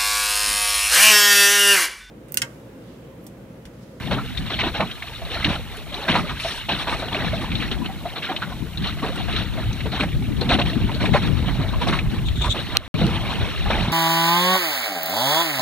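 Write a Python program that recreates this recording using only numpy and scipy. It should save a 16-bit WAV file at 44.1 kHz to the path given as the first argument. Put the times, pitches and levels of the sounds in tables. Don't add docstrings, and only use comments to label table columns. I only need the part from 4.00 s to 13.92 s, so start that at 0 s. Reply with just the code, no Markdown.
import sys
import numpy as np
from scipy import signal
from scipy.fft import rfft, irfft, next_fast_len
from scipy.io import wavfile
from scipy.ndimage import uniform_filter1d, map_coordinates

SR = 44100
rng = np.random.default_rng(int(sys.argv[2]) if len(sys.argv) > 2 else 0)


def materialize(psi):
    bounded = np.clip(np.atleast_2d(psi).T, -1, 1)
    quanta = np.round(bounded * 32767).astype(np.int16)
    wavfile.write(sys.argv[1], SR, quanta)


N = 437472

# time in seconds, level in dB, pitch in Hz, purity from 0 (slap) to 1 (glug).
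GLUGS_AND_SLAPS = [(.112, -10, 544, 0.3), (.13, -15, 188, 0.9), (.186, -18.5, 1253, .6),
                   (0.594, -23.5, 965, 0.8), (.75, -16.5, 797, .47), (.801, -12.5, 590, 0.6),
                   (1.219, -22.5, 620, 0.64), (1.455, -17, 279, .7), (1.48, -13, 189, 0.64),
                   (1.495, -15, 652, 0.4), (2.082, -13.5, 1575, 0.35), (2.1, -14, 201, .5),
                   (2.155, -5.5, 962, 0.28), (2.294, -18.5, 1220, 0.13), (2.45, -13.5, 639, 0.61),
                   (2.69, -15.5, 717, 0.4), (2.872, -16.5, 980, 0.16), (2.926, -14, 1177, 0.38),
                   (3.022, -16, 645, 0.4), (3.121, -27, 900, 0.9), (3.151, -20, 630, 1),
                   (3.335, -15.5, 642, 0.84), (3.624, -18, 1630, 0.2), (3.82, -26, 954, 0.96),
                   (3.894, -22.5, 768, 0.8), (4.057, -16, 693, 0.84), (4.161, -24.5, 717, 0.25),
                   (4.268, -26, 1355, 0.8), (4.297, -16.5, 740, 0.76), (4.422, -14.5, 1343, 0.35),
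                   (4.52, -26.5, 1000, .7), (5.028, -22.5, 1110, 1), (5.04, -19, 450, .6),
                   (5.158, -26, 1360, 0.54), (5.2, -23, 723, .7), (5.285, -21, 703, 0.6),
                   (5.58, -21, 672, 0.8), (5.859, -13.5, 424, 0.43), (5.93, -20.5, 710, 0.4),
                   (5.994, -25, 1500, 0.9), (6.415, -13, 447, 0.4), (6.51, -10, 705, 0.6),
                   (6.53, -11, 190, .5), (6.589, -7, 663, 0.35), (6.892, -23.5, 914, 1),
                   (7.002, -27, 1440, 0.8), (7.146, -8, 767, 0.36), (7.48, -18.5, 666, 0.3),
                   (7.64, -23, 630, 0.74), (7.736, -18.5, 964, 0.44), (7.818, -15.5, 938, .4),
                   (7.87, -17, 670, 0.65), (7.928, -11, 1105, 0.3), (8.411, -31, 1075, .35),
                   (8.445, -14, 936, 0.7), (8.546, -18, 490, 0.12), (8.754, -15, 1203, .26),
                   (8.947, -26, 590, 0.9), (9.015, -17.5, 488, 0.97), (9.41, -17.5, 393, 0.22),
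                   (9.659, -16.5, 772, 0.43), (9.704, -11.5, 923, 0.16)]
def glugs_and_slaps(glug_t60_s=0.058, slap_t60_s=0.13):
    out, t = np.zeros((2, N + SR)), np.arange(SR // 8) / SR
    for start, db, hz, purity in GLUGS_AND_SLAPS:
        t60 = purity * glug_t60_s + (1 - purity) * slap_t60_s
        envelope = amp(-60 * t / t60) * (1 - np.exp(-t / .006))
        tone = rising_tone(t, hz, climb=1.05, jitter=0.075)
        slap = band_noise(len(t), hz * 0.71, hz * 1.48)
        blend = purity * tone + 0.54 * (1 - purity) * slap
        add_at(out, start - .004, amp(db) * envelope / envelope.max() * blend)
    return out[:, :N]

# start in seconds, level in dB, centre frequency in Hz.
DROP_STRIKES = [(0.1103, -21, 2430), (.374, -17, 3570), (0.5896, -16, 2230), (0.8057, -13, 2590),
                (0.912, -21, 3080), (1.023, -19.5, 2170), (1.13, -33, 2000), (1.2504, -27, 3830),
                (1.342, -19, 3990), (1.445, -7, 2730), (1.768, -17, 9900), (1.942, -21, 3910),
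                (2.084, -12.5, 2110), (2.1417, -10.5, 1760), (2.295, -23, 2500), (2.4335, -27, 4000),
                (2.6901, -13.5, 2920), (2.894, -20, 2680), (3.0826, -23, 3200), (3.146, -16.5, 2360),
                (3.517, -22, 2420), (3.5532, -18, 3650), (3.6214, -19, 1790), (3.7137, -16.5, 3180),
                (3.8584, -21.5, 2880), (4.3627, -14.5, 2910), (4.7736, -22, 3860), (4.842, -19, 3000),
                (4.8713, -19, 4050), (5.157, -17, 8500), (5.2826, -28, 1850), (5.3253, -21, 2920),
                (5.363, -13.5, 3780), (5.728, -19, 6000), (5.8045, -19, 2310), (6.0065, -11.5, 2490),
                (6.411, -14.5, 4130), (6.4907, -13.5, 3460), (6.593, -21, 3210), (6.615, -13, 2670),
                (6.6593, -28, 2420), (6.892, -29, 2020), (6.9162, -23.5, 2730), (6.944, -19.5, 4210),
                (7.0568, -16, 2320), (7.1372, -14, 1990), (7.623, -27, 3800), (7.8216, -22, 3200),
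                (7.884, -20.5, 3860), (7.931, -22, 1900), (7.9886, -16, 2430), (8.284, -21, 3140)]
def drop_strikes(attack_s=0.00066, t60_s=0.057):
    out, t = np.zeros((2, N + SR)), np.arange(SR // 8) / SR
    for start, db, hz in DROP_STRIKES:
        envelope = amp(-60 * t / t60_s) * (1 - np.exp(-t / attack_s))
        burst = band_noise(len(t), hz * 0.82, hz * 1.21)
        ring = rising_tone(t, hz, climb=1.68, jitter=0.1)
        add_at(out, start, amp(db) * envelope * (0.64 * ring + 0.68 * burst))
    return out[:, :N]

# time in seconds, gurgle level in dB, fizz level in dB.
WATER_FLOW = [
    [(0, -35, -37), (.35, -45, -38), (.6, -41, -36), (1.15, -43, -37), (1.85, -41.5, -42),
     (2.2, -36.5, -35), (2.6, -43, -32), (2.68, -51, -41.5), (2.75, -35, -30), (2.85, -37, -37),
     (3.08, -37.5, -37), (3.28, -33.5, -31.5), (3.94, -43, -41.5), (4.4, -36, -37.5), (4.6, -44.5, -43),
     (5.18, -38.5, -34.5), (6.25, -45.5, -39.5), (6.55, -34, -36), (6.87, -39, -36.5), (7.3, -35.5, -34),
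     (7.77, -38, -38), (8.05, -38, -42), (8.39, -45.5, -40.5), (8.6, -44, -31), (8.74, -33, -34)],
    [(8.94, -35.5, -34), (9.3, -31.5, -31), (9.64, -36.5, -33), (9.8, -29.5, -26.5), (9.92, -30, -32)],
]
# start and length in seconds, then gurgle, fizz and spray levels in dB.
WAVELETS = [(.115, 0.03, -31, -29.5, -31), (.17, 0.045, -31.5, -53, -47), (.378, 0.024, -60, -47, -36),
            (.504, 0.043, -31, -26, -40), (.597, 0.022, -34, -23.5, -34), (.635, .05, -24, -27.5, -37),
            (.745, 0.045, -34, -28, -52), (.805, 0.026, -19.5, -33, -50), (1.26, .05, -40, -42, -44),
            (1.31, 0.13, -34.5, -30.5, -34.5), (1.445, 0.027, -32, -26, -31.5),
            (1.49, 0.069, -27.5, -27.5, -31), (1.716, .065, -40, -39.5, -36),
            (1.93, 0.19, -34.5, -34, -32.5), (2.086, 0.037, -23, -20.5, -28),
            (2.14, 0.061, -23, -29, -26.5), (2.297, 0.023, -38, -42, -32), (2.4, 0.088, -55, -29, -23.5),
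            (2.48, .1, -40, -38, -24), (2.693, 0.033, -27, -21.5, -30), (2.79, 0.035, -31, -25, -26.5),
            (2.878, 0.069, -29, -28.5, -28), (2.97, 0.046, -36, -32.5, -29), (3.128, 0.12, -28, -30.5, -36),
            (3.412, 0.038, -32.5, -38, -30), (3.54, 0.046, -59, -33.5, -45), (3.6, 0.027, -45, -31, -34),
            (3.718, 0.0064, -29.5, -27, -29), (3.85, 0.018, -34.5, -47, -45), (4.08, .06, -44, -39, -42),
            (4.16, .025, -36, -30, -44), (4.225, 0.046, -55, -29.5, -48), (4.29, 0.028, -26, -33.5, -48),
            (4.824, 0.085, -36, -30, -36), (5.03, 0.06, -26, -31.5, -33), (5.285, .15, -37, -30, -37),
            (5.537, 0.089, -36, -37.5, -47), (5.92, 0.058, -35.5, -28, -37), (6.0, 0.037, -23, -27.5, -27),
            (6.414, .025, -36.5, -42.5, -34), (6.495, 0.052, -22, -21.5, -25),
            (6.592, 0.013, -24.5, -27, -34), (6.66, 0.024, -39, -28, -33), (6.894, 0.038, -32, -43, -54),
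            (7.009, 0.069, -27, -27, -29), (7.135, 0.034, -19.5, -25, -27), (7.224, 0.059, -34, -29, -33),
            (7.463, 0.064, -45, -38, -42), (7.583, 0.086, -34, -54, -48), (7.815, 0.029, -32, -28, -30),
            (7.873, 0.027, -22, -27, -23.5), (7.932, 0.042, -29, -30, -30), (8.102, 0.067, -38, -34, -35.5),
            (8.41, .02, -32.5, -34, -38), (8.445, 0.025, -23, -33.5, -25), (8.55, 0.057, -32.5, -36, -34),
            (8.98, 0.18, -33, -33, -37), (9.3, 0.039, -35, -28.5, -31), (9.705, 0.049, -24.5, -28.5, -35)]
# frequency in Hz, relative gain in dB.
GURGLE_BAND = [(60, -97), (200, -25), (400, -2), (650, -2), (1000, -2.5), (1500, -7), (2500, -9.5),
               (6000, -100)]
FIZZ_BAND = [(200, -100), (600, -48), (1200, 3), (1800, 1), (3000, 4.5), (4500, -0.5), (6000, -1.5),
             (9000, -27), (15000, -100)]
SPRAY_BAND = [(1000, -100), (3000, -28), (5300, -1.5), (7000, -8), (9000, -0.5), (11000, -6), (13000, -19),
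              (16000, -53)]
def wash(smooth_db=-24.5):
    gurgle_db, fizz_db = curves(np.concatenate(WATER_FLOW))
    flow = amp([gurgle_db, fizz_db, fizz_db - 2.5])
    gurgle_gain, fizz_gain, spray_gain = np.hypot(flow, swells(WAVELETS, rise_s=.005, fall_s=0.019))
    choppiness = np.clip(0.04 * (smooth_db - 20 * np.log10(fizz_gain)), 0, 2)
    surge = choppiness * ripples(per_s=35, fade_s=0.025)
    gurgle = 1.4 * churn(depth_db=4.5)
    gurgle += 0.35 * bubbles(3500, 900, centre_hz=860, octaves=0.695, cycles=8.9, rise=0.098)
    fizz = 1.75 * churn(depth_db=3)
    fizz += 0.6 * bubbles(8000, 300, centre_hz=2693, octaves=0.59, cycles=17.6, rise=0.11)
    spray = 1.6 * churn(depth_db=4)
    spray += .5 * bubbles(9000, 100, centre_hz=7500, octaves=.5, cycles=3, rise=0.063, spread_db=5.5)
    drumming = gurgle_gain * amp(-3 + 3 * surge) * planking(churn(depth_db=3))
    low = gurgle_gain * amp(1.64 * surge + 0.27 * wobble(25)) * coloured(gurgle, GURGLE_BAND)
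    middle = fizz_gain * amp(2.1 * surge + 1.53 * wobble(35)) * coloured(fizz, FIZZ_BAND)
    high = spray_gain * amp(2.96 * surge) * coloured(spray, SPRAY_BAND)
    return drumming + low + middle + high

def bubbles(count, samples, centre_hz, octaves, cycles, rise, spread_db=3.5):
    onset, strength, side, persistence = rng.random((count, 4)).T[:, :, None]
    hz = np.clip(centre_hz * 2 ** (octaves * rng.standard_normal((count, 1))), 100, 15000)
    turns = hz * np.arange(samples) / SR
    age = turns / (cycles * (.5 + persistence))
    gain = amp(spread_db * np.minimum(-np.log(1 - strength), 3.5))
    rings = gain * np.sin(2 * np.pi * turns * (1 + rise * age / 2)) * age * np.exp(-4 * age)
    index = (onset * N).astype(int) + np.arange(samples) + (side < .5) * (N + samples)
    cloud = np.bincount(index.ravel(), rings.ravel(), 2 * (N + samples))
    return unit(cloud.reshape(2, -1)[:, :N])

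def churn(depth_db):
    spectra = signal.stft(rng.standard_normal((2, N)), nperseg=256)[2]
    patches = uniform_filter1d(rng.standard_normal(spectra.shape[1:]), size=4, axis=0)
    patches = unit(uniform_filter1d(patches, size=7, axis=1))
    return unit(signal.istft(spectra * amp(depth_db * patches), nperseg=256)[1][:, :N])

def ripples(per_s, fade_s):
    hits = (rng.random(N) < per_s / SR) * rng.uniform(0.24, 1, N)
    decays = signal.lfilter([1], [1, -np.exp(-1 / (fade_s * SR))], hits)
    level = uniform_filter1d(decays, size=60)
    return unit(level - level.mean())

# resonant frequency in Hz, bandwidth in Hz, relative level in dB.
PLANK_MODES = [(198, 38, 0), (309, 133, 0.5), (456, 180, -10.5), (680, 270, -8)]
def planking(water):
    def response(hz):
        return sum((-1) ** k * amp(db) * resonance(hz, centre, width)
                   for k, (centre, width, db) in enumerate(PLANK_MODES))
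    return unit(filtered(water, response))

# start in seconds, length in seconds, rumble level in dB, deep push level in dB.
HULL_THUMPS = [(.12, 0.052, -26, -43), (.39, 0.027, -34, -26), (.6, .076, -36.5, -35),
               (.79, 0.065, -29.5, -49), (1.45, 0.045, -29, -25), (2.1, .13, -27, -29),
               (2.3, 0.023, -32, -29), (2.7, .077, -34, -42), (3.2, 0.088, -31, -38),
               (4.79, 0.052, -29, -25), (6.47, 0.098, -24, -30), (7.87, 0.045, -23.5, -24),
               (9.01, 0.044, -19, -22.5), (9.66, 0.15, -35, -26)]
def hull_thumps():
    rumble_gain, push_gain = swells(HULL_THUMPS, rise_s=0.014, fall_s=0.04)
    rumble = rumble_gain * turbulence(RUMBLE_BAND, bias=0.88, drift_hz=8)
    push = push_gain * turbulence(DEEP_BAND, bias=-0.082, drift_hz=8)
    return rumble + push

# frequency in Hz, relative gain in dB.
DEEP_BAND = [(5, -93), (20, -11), (50, 0.5), (110, -1.5), (160, -7.5), (300, -63), (900, -120)]
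RUMBLE_BAND = [(20, -91), (60, -25), (120, -1), (190, 0.5), (290, -7.5), (380, -13.5), (500, -29),
               (800, -42), (2000, -120)]
# time in seconds, then slow eddies, small eddies and left minus right in dB.
WIND_LEVELS = [
    [(0, -34.5, -34, 3.5), (.66, -32.5, -37.5, 1.5), (1.05, -41.5, -49.5, -0.5), (1.55, -31, -40, -1.5),
     (1.8, -37, -45, -0.5), (2.14, -38, -42, -1), (2.51, -39, -46.5, -0.5), (3.41, -29.5, -25.5, 4.5),
     (3.75, -30.5, -30, 4), (4.1, -39, -42.5, 0.5), (4.5, -34.5, -35, 4), (4.87, -31, -33, 2),
     (5.4, -26, -30.5, 3), (5.75, -29.5, -32, 4), (6.4, -28.5, -28, 2.5), (7.1, -23, -23, 4),
     (7.6, -23.5, -26.5, 3.5), (8.1, -27.5, -30.5, 4), (8.45, -23, -34, 3.5), (8.62, -37, -28.5, -4),
     (8.74, -28, -39.5, -1)],
    [(8.94, -24, -25, 7), (9.35, -29, -33, -1), (9.56, -30.5, -36.5, -1), (9.66, -22.5, -32, -6),
     (9.92, -28.5, -28, 2)],
]
# start in seconds, length in seconds, level in dB.
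WIND_PUFFS = [(1.23, 0.053, -30), (2.93, .03, -27.5), (5.29, .07, -25.5), (5.66, 0.043, -20),
              (5.84, .04, -24.5), (6.14, .04, -21.5), (6.29, 0.033, -22), (6.66, 0.034, -23),
              (6.81, 0.067, -23), (7.76, .04, -22.5), (8.04, .05, -19.5), (8.18, 0.079, -24.5),
              (8.28, 0.064, -21.5), (8.47, 0.027, -18.5), (8.96, .04, -29), (9.39, 0.044, -21),
              (9.6, 0.027, -20)]
def wind():
    slow_db, small_db, balance_db = curves(np.concatenate(WIND_LEVELS))
    gust_db = 0.95 * wobble(13)
    def gusting(depth_db, rate_hz):
        return amp(gust_db + depth_db * np.array([wobble(rate_hz), wobble(rate_hz)]))
    slow = unit(gusting(0.5, 13) * turbulence(DEEP_BAND, bias=0.021, drift_hz=6.3))
    small = unit(gusting(3.5, 27) * turbulence(RUMBLE_BAND, bias=0.73, drift_hz=9))
    puffs, = swells(WIND_PUFFS, rise_s=.012, fall_s=0.01)
    pressure = np.hypot(amp(slow_db), puffs) * slow + amp(small_db) * small
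    return balance(balance_db + 3.2 * wobble(9)) * pressure

def turbulence(spectrum, bias, drift_hz):
    left, independent = coloured(rng.standard_normal((2, N)), spectrum)
    correlation = np.tanh(bias + 0.71 * wobble(drift_hz))
    right = correlation * left + np.sqrt(1 - correlation ** 2) * independent
    return np.array([left, right])

# start in seconds, length in seconds, level in dB.
FINGER_RUBS = [(8.265, 0.027, -35), (8.36, 0.04, -35), (8.42, 0.045, -28), (8.507, 0.018, -20)]
def finger_creak():
    envelope, = swells(FINGER_RUBS, rise_s=0.012, fall_s=0.0079)
    slips = amp(2 * wobble(100)) * rng.standard_normal((2, N))
    squeak = unit(filtered(slips, lambda hz: resonance(hz, centre_hz=3600, width_hz=600) ** 3))
    rasp = unit(filtered(slips, lambda hz: resonance(hz, centre_hz=7000, width_hz=3000) ** 3))
    return balance(6) * envelope * (squeak + amp(-17) * rasp)

# start in seconds, level in dB, left minus right in dB.
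CASING_CLICKS = [(8.7702, 5, -5), (8.4806, -27, 3), (9.067, -17, 0)]
# frequency in Hz, relative level in dB, time to decay by 60 dB in seconds.
CASING_MODES = [(3000, -4, .007), (4100, 0, .007), (5800, -11, .005), (8000, -19, .003), (10800, -19, .003),
                (13800, -22, .003)]
def casing_clicks():
    out, t = np.zeros((2, N)), np.arange(400) / SR
    for start, db, balance_db in CASING_CLICKS:
        for hz, mode_db, t60 in CASING_MODES:
            envelope = amp(db + mode_db + rng.normal(0, 0.54, (2, 1)) - 60 * t / t60)
            tone = np.sin(2 * np.pi * (hz * t + rng.normal(0, 0.14, (2, 1))))
            add_at(out, start, balance(balance_db) * envelope * tone)
    return out

# frequency in Hz, gain in dB.
LEFT_PORT = [(500, -3), (2500, -3), (3300, -0.5), (3900, 5.5), (4400, -2.5), (4900, -17.5), (5300, -10),
             (6200, -15), (8000, -19)]
RIGHT_PORT = [(500, -3), (2500, -1.5), (3500, -1), (3900, -2), (4400, -2), (4900, -20.5), (5300, -23),
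              (8000, -30)]
# frequency in Hz, phase lead of the left port in radians.
PORT_LEAD = [(300, 0), (1000, .12), (1900, .35), (3350, 1.55), (4200, .85), (4800, 2.6), (5300, 0)]
# frequency in Hz, coherence of the two ports from 0 to 1.
PORT_COHERENCE = [(300, 1), (800, 0.99), (2000, 0.98), (3200, 1), (3600, 0.49), (4300, 0.7), (5200, 0.49)]
def ports(pair):
    def mid_side_gains(hz):
        angle = np.arccos(along(PORT_COHERENCE, hz)) / 2
        return np.array([np.cos(angle), np.sin(angle)])
    def response(hz):
        gains = amp([along(LEFT_PORT, hz), along(RIGHT_PORT, hz)])
        return gains * np.exp([[.5j], [-.5j]] * along(PORT_LEAD, hz))
    mid, side = filtered(pair, mid_side_gains)
    return filtered(np.array([mid + side, mid - side]), response)

# frequency in Hz, relative gain in dB.
HISS_BAND = [(100, 4.5), (3000, 0.5), (7000, -1), (11000, -1.5), (14500, 0.5), (15300, -2), (15800, -21)]
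def preamp_hiss():
    return amp(-50) * coloured(rng.standard_normal((2, N)), HISS_BAND)

def gain_control(x, recovery_db_per_s=14, lag_samples=60):
    needed_db = np.minimum(0, -20 * np.log10(np.abs(x).max(axis=0) + 1e-9))
    recovery_db = recovery_db_per_s * np.arange(x.shape[1]) / SR
    gain_db = np.minimum.accumulate(needed_db - recovery_db) + recovery_db
    delayed_db = np.pad(gain_db, (lag_samples, 0))[:len(gain_db)]
    return x * amp(uniform_filter1d(delayed_db, size=41))

def swells(rows, rise_s, fall_s):
    starts, lengths, *levels = np.transpose(rows)
    power, t = np.zeros((len(levels), N + SR)), np.arange(SR // 2) / SR - .1
    for start, hold, db in zip(starts, lengths, np.transpose(levels)):
        shape_db = 10 * np.minimum(0, np.minimum(t / rise_s, (hold - t) / fall_s))
        add_at(power, start, amp(db[:, None] + shape_db) ** 2)
    return np.sqrt(power[:, SR // 10:][:, :N])

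def rising_tone(t, hz, climb, jitter):
    drift = jitter * np.cumsum(rng.standard_normal((2, len(t))), axis=1)
    return np.sin(2 * np.pi * hz * t * (1 + climb * t) + drift)

def band_noise(samples, low_hz, high_hz):
    band = signal.butter(1, [low_hz, high_hz], "bandpass", fs=SR)
    return unit(signal.lfilter(*band, rng.standard_normal((2, samples))))

def resonance(hz, centre_hz, width_hz):
    damping = 1j * hz * width_hz
    return damping / (centre_hz ** 2 - hz ** 2 + damping)

def filtered(x, response):
    size = next_fast_len(N + SR // 2)
    return irfft(rfft(x, size) * response(np.fft.rfftfreq(size, 1 / SR)), size)[..., :N]

def coloured(x, spectrum):
    return unit(filtered(x, lambda hz: amp(along(spectrum, hz))))

def wobble(rate_hz):
    knots = rng.standard_normal(int(N * rate_hz / SR) + 4)
    return map_coordinates(knots, [np.arange(N) * rate_hz / SR])

def curves(rows):
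    times, *columns = np.transpose(rows)
    return [np.interp(np.arange(N) / SR, times, column) for column in columns]

def along(points, hz):
    knots_hz, values = np.transpose(points)
    return np.interp(np.log(hz + 1), np.log(knots_hz + 1), values)

def add_at(out, start_s, event):
    out[:, round(start_s * SR):][:, :event.shape[1]] += event

def balance(db):
    return amp(np.array([[.5], [-.5]]) * db)

def amp(db):
    return 10 ** (np.asarray(db) / 20)

def unit(x):
    return x / np.sqrt(np.mean(x ** 2) + 1e-20)

def scene():
    water = wash() + glugs_and_slaps() + drop_strikes()
    return ports(water) + hull_thumps() + wind() + finger_creak() + casing_clicks()

def record(dry, pause_s=(8.879, 8.942), top_hz=15850):
    x = dry + preamp_hiss()
    stop, restart = (round(s * SR) for s in pause_s)
    out = np.zeros_like(x)
    out[:, :stop] = gain_control(x[:, :stop])
    out[:, restart:] = gain_control(x[:, restart:])
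    clipped = np.clip(out, -.95, .95)
    return filtered(clipped, lambda hz: np.clip((top_hz - hz) / 300, 0, 1))

dry = scene()
out = record(dry)
materialize(out)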